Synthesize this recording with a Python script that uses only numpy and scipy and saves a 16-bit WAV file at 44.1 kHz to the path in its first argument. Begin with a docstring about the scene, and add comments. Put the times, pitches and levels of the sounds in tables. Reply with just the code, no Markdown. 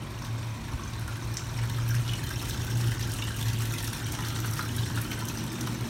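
"""Water from a hose spatters on the wet concrete floor of a balcony, a few steps away and then closer.
Each drop's impact on the water film radiates a burst of noise, trapped air bubbles ring as resonators,
and low walls reflect both. A soft thump and a hard tick sound once each. Behind the water a wavering
machine note beats against a steady motor hum, over the rumble of the town and an approaching vehicle."""
import sys
import numpy as np
from scipy import signal
from scipy.fft import rfft, irfft
from scipy.io import wavfile
from scipy.ndimage import uniform_filter1d

SR = 44100
rng = np.random.default_rng(int(sys.argv[2]) if len(sys.argv) > 2 else 0)


def generate_wav(signal):
    """Clip the signal to [-1, 1] and save it as 16-bit WAV at the path in sys.argv[1]."""
    frames = np.transpose(np.atleast_2d(signal))
    scaled = np.clip(frames, -1, 1) * 32767
    pcm = np.round(scaled).astype(np.int16)
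    wavfile.write(sys.argv[1], SR, pcm)


N = 259749


def from_db(db):
    """Amplitude ratio of a level in decibels."""
    return 10 ** (np.asarray(db) / 20)

def unit_rms(x):
    """Normalisation to a mean power of 1."""
    return x / np.sqrt(np.mean(x ** 2) + 1e-20)

def in_time(rows):
    """Linear interpolation of each column of a time curve at every sample."""
    times, *columns = np.transpose(rows)
    return [np.interp(np.arange(N) / SR, times, column) for column in columns]

def gain_at(spectrum, hz):
    """Spectral gain, interpolated in decibels over log frequency."""
    knots_hz, db = np.transpose(spectrum)
    return from_db(np.interp(np.log(hz), np.log(knots_hz), db))

def band(x, low_hz, high_hz, order=2):
    """Causal Butterworth band-pass."""
    return signal.sosfilt(signal.butter(order, [low_hz, high_hz], "band", fs=SR, output="sos"), x + 1e-18)

def coloured_noise(spectrum):
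    """Spectral shaping of white noise; rms 1."""
    hz = np.maximum(np.arange(N // 2 + 1) * SR / N, 1)
    inside = (hz > spectrum[0][0] / 2) & (hz < spectrum[-1][0] * 2)
    return unit_rms(irfft(rfft(rng.standard_normal(N)) * gain_at(spectrum, hz) * inside, N))

def drift(turns_per_s):
    """Slow random modulation; rms 1."""
    knots = rng.standard_normal(2000)
    return unit_rms(np.interp(np.arange(N) / SR * turns_per_s, np.arange(len(knots)), knots))

def swell(middle_s, half_s, height):
    """Gaussian rise and fall around a moment."""
    return height * np.exp(-((np.arange(N) / SR - middle_s) / half_s) ** 2)

def phase_of(hz):
    """Phase is the running integral of frequency."""
    return 2 * np.pi * np.cumsum(hz) / SR

def impulses(times, sizes):
    """Impulse train: one sample for each event."""
    return np.bincount((np.asarray(times) * SR).astype(int), sizes, N)[:N]

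def arrivals(per_s, spread_db):
    """Independent random arrivals: times and log-normal sizes, the largest capped."""
    chance = rng.random((int(per_s * N / SR), 13))
    deviation = chance[:, 1:].sum(1) - 6   # nearly Gaussian
    return chance[:, 0] * N / SR, from_db(spread_db * np.minimum(deviation, 1.6))

def ring(kicks, hz, t60):
    """Damped resonator: a unit impulse starts a decaying sine of height 1."""
    radius, angle = from_db(-60 / (t60 * SR)), 2 * np.pi * hz / SR
    return signal.lfilter([0, np.sin(angle)], [1, -2 * radius * np.cos(angle), radius ** 2], kicks + 1e-18)

def decay(kicks, t60):
    """Exponential decay: each impulse falls 60 dB in t60 seconds."""
    return signal.lfilter([1], [1, -np.exp(-np.log(1000) / (t60 * SR))], kicks + 1e-18)

def balcony(x, echo_db, t60=0.33):
    """Reverberation: reflections from floor, parapet and wall merge into a short diffuse tail."""
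    t = np.arange(SR // 2) / SR
    tail = rng.standard_normal(len(t)) * np.exp(-np.log(1000) * t / t60) * (t > .004)
    return x + from_db(echo_db) * signal.fftconvolve(x, tail / np.linalg.norm(tail))[:N]


# Loudness of the town: (time [s], rumble level [dB], roar level [dB])
TOWN_LEVELS = [(0, -43, -42.5), (1.5, -38.5, -42.5), (2.75, -36.5, -38), (3.4, -37.5, -40),
               (4.8, -41, -39.5), (5.89, -44, -38)]
# Spectra of rumble and roar: (frequency [Hz], relative density [dB])
RUMBLE_SPECTRUM = [(22, -42), (27, -18), (32, -11.5), (45, -6), (62, -6.5), (90, -6), (110, 0.5),
                   (150, -33)]
ROAR_SPECTRUM = [(100, -5), (140, 9), (165, 2), (205, -1), (245, -1), (290, -2), (350, -1), (400, -6.5),
                 (470, -13.5), (720, -15), (2000, -23.5)]

def town(gust_db=0.5):
    """Incoherent summation: far traffic and ventilation blend into an uneven rumble and a soft roar."""
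    rumble_db, roar_db = in_time(TOWN_LEVELS)
    rumble = from_db(rumble_db + gust_db * drift(12)) * coloured_noise(RUMBLE_SPECTRUM)
    return rumble + from_db(roar_db) * coloured_noise(ROAR_SPECTRUM)

# Approach of a far vehicle: (time [s], level [dB])
VEHICLE_LEVEL = [(0, -63), (3.5, -54.5), (4.8, -44.5), (5.4, -43.5), (5.72, -38.5), (5.89, -44)]
# Its spectrum: (frequency [Hz], relative density [dB])
VEHICLE_SPECTRUM = [(130, -15), (170, -0.5), (215, 0), (260, -2.5), (330, -2.5), (400, -24)]

def vehicle():
    """Spreading loss: a vehicle's low noise grows as it draws nearer."""
    return from_db(in_time(VEHICLE_LEVEL)[0]) * coloured_noise(VEHICLE_SPECTRUM)

def hum(rms, hz):
    """A sinusoid peaks at root two times its rms amplitude."""
    return np.sqrt(2) * rms * np.sin(phase_of(np.broadcast_to(hz, N)))

# Faint fan tones: (frequency [Hz], mean level [dB])
FAN_TONES = [(264, -57.5), (334, -67), (488.5, -64), (980, -68.5)]

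def fans(wander_hz=2.553):
    """Tonal noise of rotation: narrow spectral lines that swell with the town's roar."""
    _, roar_db = in_time(TOWN_LEVELS)
    swell_db = roar_db - roar_db.mean()
    return sum(hum(from_db(db + swell_db), hz + wander_hz * drift(12)) for hz, db in FAN_TONES)

# Motor hum: (time [s], level [dB])
MOTOR_LEVEL = [(0, -57), (1.6, -53), (3.35, -49), (5.89, -55)]

def motor(hz=109.6):
    """Beating: this steady pitch lies just below the machine note and interferes with it."""
    return hum(from_db(in_time(MOTOR_LEVEL)[0]), hz)

# The machine note and its octave: (time [s], relative level [dB])
MACHINE_LEVEL = [(0.0, -36), (0.08, -52), (0.1, -39), (0.49, -31.5), (0.59, -50), (0.71, -40), (0.75, -57),
                 (0.87, -37.5), (1.35, -35), (1.39, -45), (1.43, -35), (2.0, -25), (2.03, -42),
                 (2.07, -25.5), (2.29, -48), (2.34, -30.5), (2.53, -47), (2.62, -28.5), (2.67, -40),
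                 (2.71, -27), (2.92, -27), (2.99, -38), (3.07, -30), (3.43, -39.5), (3.48, -28.5),
                 (3.89, -39.5), (4.5, -31.5), (4.58, -49), (4.81, -27.5), (4.91, -45), (4.94, -27.5),
                 (5.07, -37.5), (5.74, -38), (5.79, -53), (5.82, -32), (5.89, -38)]
OCTAVE_LEVEL = [(0, -51.5), (1, -52.5), (2, -65), (4.4, -53.5), (5.89, -43)]
# Pitch of the note: (time [s], frequency [Hz])
MACHINE_PITCH = [(0, 111.9), (.47, 114.8), (.92, 112), (1.4, 116.1), (1.97, 117.7), (2.52, 114.4),
                 (2.82, 118.7), (3.35, 109.8), (3.52, 114.5), (4.62, 114.2), (4.8, 116.4), (5.33, 114.5),
                 (5.89, 118.2)]

def machine(gain_db=-0.4, unrest=0.24, turns_per_s=17):
    """Amplitude and phase modulation make a low note waver; its octave and a brief deeper note join it."""
    (db,), (hz,) = in_time(MACHINE_LEVEL), in_time(MACHINE_PITCH)
    flutter = 1 + unrest * (drift(turns_per_s) + 1j * drift(turns_per_s))
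    flutter /= np.sqrt(uniform_filter1d(np.abs(flutter) ** 2, size=9000))
    note = np.sqrt(2) * from_db(db + gain_db) * (flutter * np.exp(1j * phase_of(hz))).imag
    octave = hum(from_db(in_time(OCTAVE_LEVEL)[0] + 2.9 * drift(14)), 2 * hz + 5 * drift(16))
    undertone = hum(swell(middle_s=4.79, half_s=0.16, height=from_db(-37.5)), hz=89.5)
    return note + octave + undertone

# Modes of the floor: (frequency [Hz], relative level [dB], T60 [s])
FLOOR_MODES = [(68, 1, 0.075), (118, 1, 0.05), (259, -1, 0.051)]

def thump(time_s=0.7392, gain_db=-22, half_contact_s=0.0011):
    """Modal response: a soft push, perhaps a footfall, excites the floor's low modes."""
    push = swell(time_s, half_contact_s, 1)
    return sum(from_db(gain_db + db) * ring(push / push.sum(), hz, t60) for hz, db, t60 in FLOOR_MODES)

# A hard tap and its rebound: (time [s], relative level [dB])
TICK_STRIKES = [(1.3696, -22.5), (1.3757, -32)]
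# Modes they excite: (frequency [Hz], relative level [dB], T60 [s])
TICK_RESONANCES = [(2040, 5.5, 0.0087), (5270, -3, 0.015), (5640, -4, .012), (6000, -4, 0.013),
                   (7300, -11, 0.013), (8900, -18, 0.015)]

def tick(crack_db=1):
    """Impulse excitation: something small and hard taps the floor with a crack and a thin ring."""
    times, levels_db = np.transpose(TICK_STRIKES)
    kicks = impulses(times, from_db(levels_db))
    crack = from_db(crack_db) * decay(kicks, t60=0.026) * band(rng.standard_normal(N), 4900, 7800)
    modes = sum((-1) ** k * from_db(db) * ring(kicks, hz, t60)
                for k, (hz, db, t60) in enumerate(TICK_RESONANCES))
    return balcony(crack + band(modes, 3600, 15000, order=1), echo_db=-5)

# Hollow churning: (middle time [s], half length [s], frequency [Hz], level [dB])
AIR_POCKETS = [(0.5, 1, 1088, -56.5), (4.42, 0.32, 1255, -52), (4.458, 0.25, 1370, -49),
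               (4.55, .3, 1570, -59)]

def gurgles(per_s=130, spread_db=6, t60=0.091):
    """Cavity resonance: drops keep striking air pockets in the puddle, each ringing at its own pitch."""
    out = np.zeros(N)
    for middle_s, half_s, hz, db in AIR_POCKETS:
        strikes = impulses(*arrivals(per_s, spread_db))
        out += swell(middle_s, half_s, from_db(db)) * unit_rms(ring(strikes, hz, t60))
    return out

# Where the stream lands: (time [s], nearness [0 far, 1 near])
STREAM_PATH = [(0, 0), (.3, 0.15), (.6, 0.1), (1.28, 0.33), (1.6, .48), (2.0, 0.62), (2.25, 0.87),
               (3.8, 0.96), (4.6, 0.86), (5.2, 0.81), (5.89, 0.57)]

def stream_nearness():
    """Source proximity at every sample; it governs the water's level and detail."""
    return in_time(STREAM_PATH)[0]

# The loudest stray droplets: (time [s], relative level [dB])
LOUD_DROPLETS = [(0.9955, -34), (1.1702, -38), (2.2394, -32), (3.1183, -31), (3.3643, -30), (3.6052, -36),
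                 (3.7229, -28), (4.4024, -27), (4.4594, -29), (4.5114, -27.5), (4.6249, -30),
                 (4.9575, -27.5)]

def stray_droplets(gain_db=-0.5, faint_db=-40.5):
    """Brief impacts radiate treble: droplets tick on concrete, the faint ones heard only from near."""
    times, db = np.transpose(LOUD_DROPLETS)
    loud = impulses(times, from_db(db + gain_db))
    faint = from_db(faint_db) * stream_nearness() * impulses(*arrivals(per_s=36, spread_db=5.5))
    ticks = decay(loud + faint, t60=0.012) * band(rng.standard_normal(N), 5000, 15000)
    return balcony(ticks, echo_db=-3.5)

# Spectrum of splashing water: (frequency [Hz], relative density [dB])
WATER_SPECTRUM = [(450, -13), (720, -8), (920, -1.5), (1180, -5), (1600, -0.5), (2180, -5.5), (2900, -1),
                  (3900, -3.5), (4900, -6.5), (5800, -5.5), (6900, -12), (8500, -9.5), (13000, -13),
                  (15800, -13)]
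BURST_EDGES_HZ = np.linspace(np.sqrt(450), np.sqrt(16000), 27) ** 2

def bursts(times, sizes, low_hz, high_hz, colour_db, scatter_s, rise_s, t60):
    """Impact noise in one band: fragments land with random delay and strength, and their energies add."""
    lateness, chance = rng.random((len(times), 2)).T
    strength = sizes * from_db(colour_db * (2 * chance - 2.5))
    energy = decay(impulses(times + scatter_s * lateness, strength ** 2), t60 / 2)
    pole = np.exp(-1 / (rise_s * SR))
    energy = signal.lfilter([1 - pole], [1, -pole], energy)   # rounds each onset
    noise = band(np.sqrt(energy) * rng.standard_normal(N), low_hz, high_hz)
    return gain_at(WATER_SPECTRUM, np.sqrt(low_hz * high_hz)) * noise

# The biggest gulps of water, levels relative:
# (time [s], pitch [Hz], slap level [dB], bubble level [dB], crack level [dB])
WATER_GULPS = [(0.218, 1096, -36, -35, -52), (0.221, 5200, -39, -39, -54), (0.247, 4530, -35, -46, -45),
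               (0.428, 2520, -33, -40, -57), (0.681, 1720, -34, -40, -49), (0.793, 1117, -45, -34.5, -60),
               (0.835, 6160, -48, -35, -60), (0.876, 6140, -52, -37, -60), (0.933, 3730, -32.5, -42, -50),
               (1.078, 1384, -30, -32.5, -41), (1.222, 1013, -45, -37, -60), (1.34, 5400, -44, -37, -40),
               (1.574, 5510, -38, -37, -55), (1.587, 2220, -31, -29.5, -48), (1.635, 1400, -30, -41, -43),
               (1.697, 3600, -41, -33, -40), (1.784, 1240, -32, -35, -42), (1.879, 12500, -37, -42, -42),
               (1.888, 14200, -34, -31, -46), (1.905, 5900, -43, -30, -50), (1.91, 1600, -43, -27.5, -55),
               (1.943, 1650, -29, -30, -44), (1.95, 6000, -32, -41, -40), (2.077, 4400, -28.5, -41, -48),
               (2.091, 2930, -32, -25.5, -48), (2.134, 2910, -29, -26, -37.5),
               (2.305, 1600, -35, -29.5, -42), (2.358, 5540, -43, -31.5, -50), (2.393, 3800, -39, -34, -50),
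               (2.453, 2200, -33, -42, -44), (2.496, 6840, -33, -44, -34), (2.507, 3700, -30, -35, -48),
               (2.772, 8000, -34, -38, -40), (2.81, 5070, -28.5, -42, -44), (2.917, 1970, -25.5, -31, -42),
               (3.026, 5930, -34, -31, -48), (3.033, 3180, -33, -32, -50), (3.136, 9360, -32, -29, -40),
               (3.221, 2750, -27, -25, -46), (3.279, 1810, -29, -33, -48), (3.412, 3500, -28, -33, -38),
               (3.426, 3500, -28, -38, -36), (3.482, 5400, -29, -38, -37), (3.532, 6200, -38, -36, -39),
               (3.621, 1710, -37, -37, -35), (3.655, 3000, -30, -37, -36), (3.738, 2430, -34, -23, -33),
               (3.783, 3620, -25, -31, -34), (3.842, 8900, -28, -33, -39), (3.875, 6000, -29, -38, -38),
               (3.931, 3400, -28, -35, -34), (4.121, 6040, -31, -39, -33.5), (4.187, 1002, -26.5, -32, -47),
               (4.208, 893, -36, -36, -55), (4.205, 5500, -33, -42, -41), (4.247, 3680, -29, -34, -48),
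               (4.257, 5550, -37, -35, -48), (4.284, 5620, -32, -43, -35), (4.302, 2400, -26, -36, -46),
               (4.358, 3760, -31.5, -33, -40), (4.444, 1454, -26, -31, -44), (4.534, 8900, -30, -38, -40),
               (4.591, 1357, -21, -26, -39), (4.608, 4020, -38, -29, -57), (4.638, 1250, -36, -42, -50),
               (4.763, 9900, -29, -32, -39), (4.782, 3840, -33, -29, -50), (4.833, 3510, -34, -30, -55),
               (4.898, 1050, -33, -40, -45), (4.973, 1400, -22.5, -32, -48), (5.013, 11900, -29, -33, -46),
               (5.026, 1810, -34, -33, -50), (5.114, 2150, -23, -29, -36), (5.128, 3200, -33, -38, -46),
               (5.172, 1526, -35, -32, -55), (5.222, 1000, -30, -41, -50), (5.253, 11100, -37, -40, -37),
               (5.285, 6150, -36, -31, -33), (5.372, 5950, -38, -31, -52), (5.608, 6300, -29, -34, -42),
               (5.671, 1230, -25.5, -39, -38), (5.673, 3200, -33, -42, -50)]

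def slaps(gain_db=-1.1, skirt_db_per_octave=9.5, crack_gain_db=4.0):
    """Liquid impact: a gulp meets the film with a crack and a noise burst strongest around its pitch."""
    times, pitch_hz, slap_db, _, crack_db = np.transpose(WATER_GULPS)
    edges = BURST_EDGES_HZ[::2]
    centres = np.sqrt(edges[:-1] * edges[1:])
    shape = from_db(-skirt_db_per_octave * np.abs(np.log2(centres[:, None] / pitch_hz)))
    power = (gain_at(WATER_SPECTRUM, centres) ** 2 * 2 * np.diff(edges) / SR) @ shape ** 2
    sizes = from_db(slap_db + gain_db) * shape / np.sqrt(power)
    body = sum(bursts(times, size, low, high, colour_db=3.0, scatter_s=0.0012, rise_s=0.00087, t60=0.038)
               for size, low, high in zip(sizes, edges, edges[1:]))
    crack_envelope = decay(impulses(times, from_db(crack_db + crack_gain_db)), t60=0.03)
    crack = crack_envelope * band(rng.standard_normal(N), 4000, 14000)
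    return balcony(body + crack, echo_db=-5.5)

def plinks(gain_db=-1.7, t60_at_3khz=0.04, rise_s=0.00053, glide=0.084,
           brood_db=-8.0, brood_spread=0.216, brood_s=0.0032):
    """Bubble resonance: each gulp's bubble rises in pitch as it nears the surface; three more follow."""
    out, t = np.zeros(N + SR), np.arange(SR // 12) / SR
    for time_s, main_hz, _, db, _ in WATER_GULPS:
        brood = [(time_s + brood_s * late, main_hz * np.exp(brood_spread * (2 * size - 1)), db + brood_db)
                 for late, size in rng.random((3, 2))]
        for start_s, hz, bubble_db in [(time_s, main_hz, db)] + brood:
            age = t / (t60_at_3khz * np.sqrt(3000 / hz))   # small bubbles die sooner
            phase = phase_of(hz * (1 + glide * np.minimum(age, 1)))
            envelope = (1 - np.exp(-t / rise_s)) * np.exp(-np.log(1000) * age)
            at = int(start_s * SR)
            out[at:at + len(t)] += from_db(bubble_db + gain_db) * envelope * np.sin(phase)
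    return balcony(out[:N], echo_db=-5.5)

def small_bubbles(per_s=560, spread_db=5.5, cycles=76, longest_s=0.032, chirp=0.042, db_per_octave=-1.2):
    """Damped oscillation: the thin film traps small bubbles, each ringing briefly at a rising pitch."""
    times, sizes = arrivals(per_s, spread_db)
    hz = rng.uniform(np.sqrt(1250), np.sqrt(14000), len(times)) ** 2
    t60 = np.minimum(cycles / hz, longest_s)
    sizes *= gain_at(WATER_SPECTRUM, hz) * from_db(db_per_octave * np.log2(hz))
    sizes *= np.sqrt(np.sqrt(hz) / t60)   # offsets the sparser, shorter rings of the treble
    t = np.arange(SR // 35) / SR
    age = np.minimum(t / t60[:, None], 1)
    envelopes = sizes[:, None] * np.exp(-np.log(1000) * age) * (age < 1)
    pings = envelopes * np.sin(2 * np.pi * hz[:, None] * t * (1 + chirp * age))
    at = (times * SR).astype(int)[:, None] + np.arange(len(t))
    return unit_rms(np.bincount(at.ravel(), pings.ravel(), N)[:N])

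def drops(per_s=235, spread_db=4.5, clump_db=2.0, low_t60=0.069, high_t60=0.021):
    """Shot noise: drops land in clumps, each bursting with its own colour, the treble dying first."""
    times, sizes = arrivals(per_s, spread_db)
    sizes *= from_db(clump_db * np.tanh(drift(26)))[(times * SR).astype(int)]
    t60s = np.geomspace(low_t60, high_t60, len(BURST_EDGES_HZ))
    out = np.zeros(N)
    for low, high, t60 in zip(BURST_EDGES_HZ, BURST_EDGES_HZ[1:], t60s):
        noise = bursts(times, sizes, low, high, colour_db=15, scatter_s=0.0023, rise_s=0.0013, t60=t60)
        out += noise / np.sqrt(t60)
    return unit_rms(out)

def even_flow(x):
    """Constant flow gives constant power, however the water splits into drops; running rms 1."""
    return x / np.sqrt(uniform_filter1d(x ** 2, size=5600) + 1e-12)

# The water heard from afar: (frequency [Hz], relative density [dB])
WASH_SPECTRUM = [(450, -7), (560, 2.5), (780, -2.5), (1020, 4.5), (1350, -1.5), (1700, -6.5), (2450, 5),
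                 (2950, -12), (3900, -0.5), (4900, -4), (6000, -9.5), (7000, -11.5), (9000, -12),
                 (10500, -15), (15800, -18)]
# Splash, patter and spray bands: (lower edge [Hz], upper edge [Hz])
STREAM_BANDS = [(450, 2200), (2200, 7000), (7000, 15800)]
# The same three bands: (level when far [dB], level when near [dB])
STREAM_LEVELS = [(-47, -44), (-51.5, -43.5), (-59, -49)]

def stream(bubble_db=-1.8, wash_db=-1.3, far_grain_share=0.4, spurt_db=1.2):
    """Distance cues: afar a soft wash; closer, louder, with distinct drops, bubbles and spurts of spray."""
    nearness = stream_nearness()
    grains = unit_rms(balcony(drops() + from_db(bubble_db) * small_bubbles(), echo_db=-3.5))
    wash = from_db(wash_db) * coloured_noise(WASH_SPECTRUM)
    grain_share = far_grain_share + (1 - far_grain_share) * nearness
    water = np.sqrt(grain_share) * grains + np.sqrt(1 - grain_share) * wash
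    splash_db, patter_db, spray_db = [far + (near - far) * nearness for far, near in STREAM_LEVELS]
    splash_db += swell(middle_s=4.13, half_s=0.44, height=1.0)   # briefly fuller
    spray_db += spurt_db * nearness * drift(30)
    return sum(from_db(db) * even_flow(band(water, *edges, order=4))
               for db, edges in zip((splash_db, patter_db, spray_db), STREAM_BANDS))

def scene():
    """Superposition in one channel: the water in front, the machines and the town behind."""
    foreground = stream() + slaps() + plinks() + stray_droplets() + tick() + gurgles()
    background = machine() + motor() + fans() + vehicle() + town()
    return (foreground + background + thump())[None]

# Peaks and dips of the microphone port: (frequency [Hz], bandwidth [Hz], gain [dB])
PORT_RESONANCES = [(922, 85, 3), (1640, 900, -0.5), (2270, 1090, -5), (4870, 440, -4.5), (5710, 860, 3),
                   (7800, 1440, -3), (8280, 730, 4), (10230, 300, -6.5)]
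LOW_CUT_HZ, HIGH_CUT_HZ = 33, 15900

def record(dry):
    """Resonances of the microphone port colour the sound; the deepest bass and the top are cut."""
    for hz, width_hz, db in PORT_RESONANCES:
        resonance = signal.lfilter(*signal.iirpeak(hz, hz / width_hz, fs=SR), dry)
        dry = dry + (from_db(db) - 1) * resonance
    dry = signal.sosfilt(signal.butter(6, LOW_CUT_HZ, "high", fs=SR, output="sos"), dry)
    return signal.sosfilt(signal.ellip(12, .1, 90, HIGH_CUT_HZ, fs=SR, output="sos"), dry)


dry = scene()
out = record(dry)
generate_wav(out)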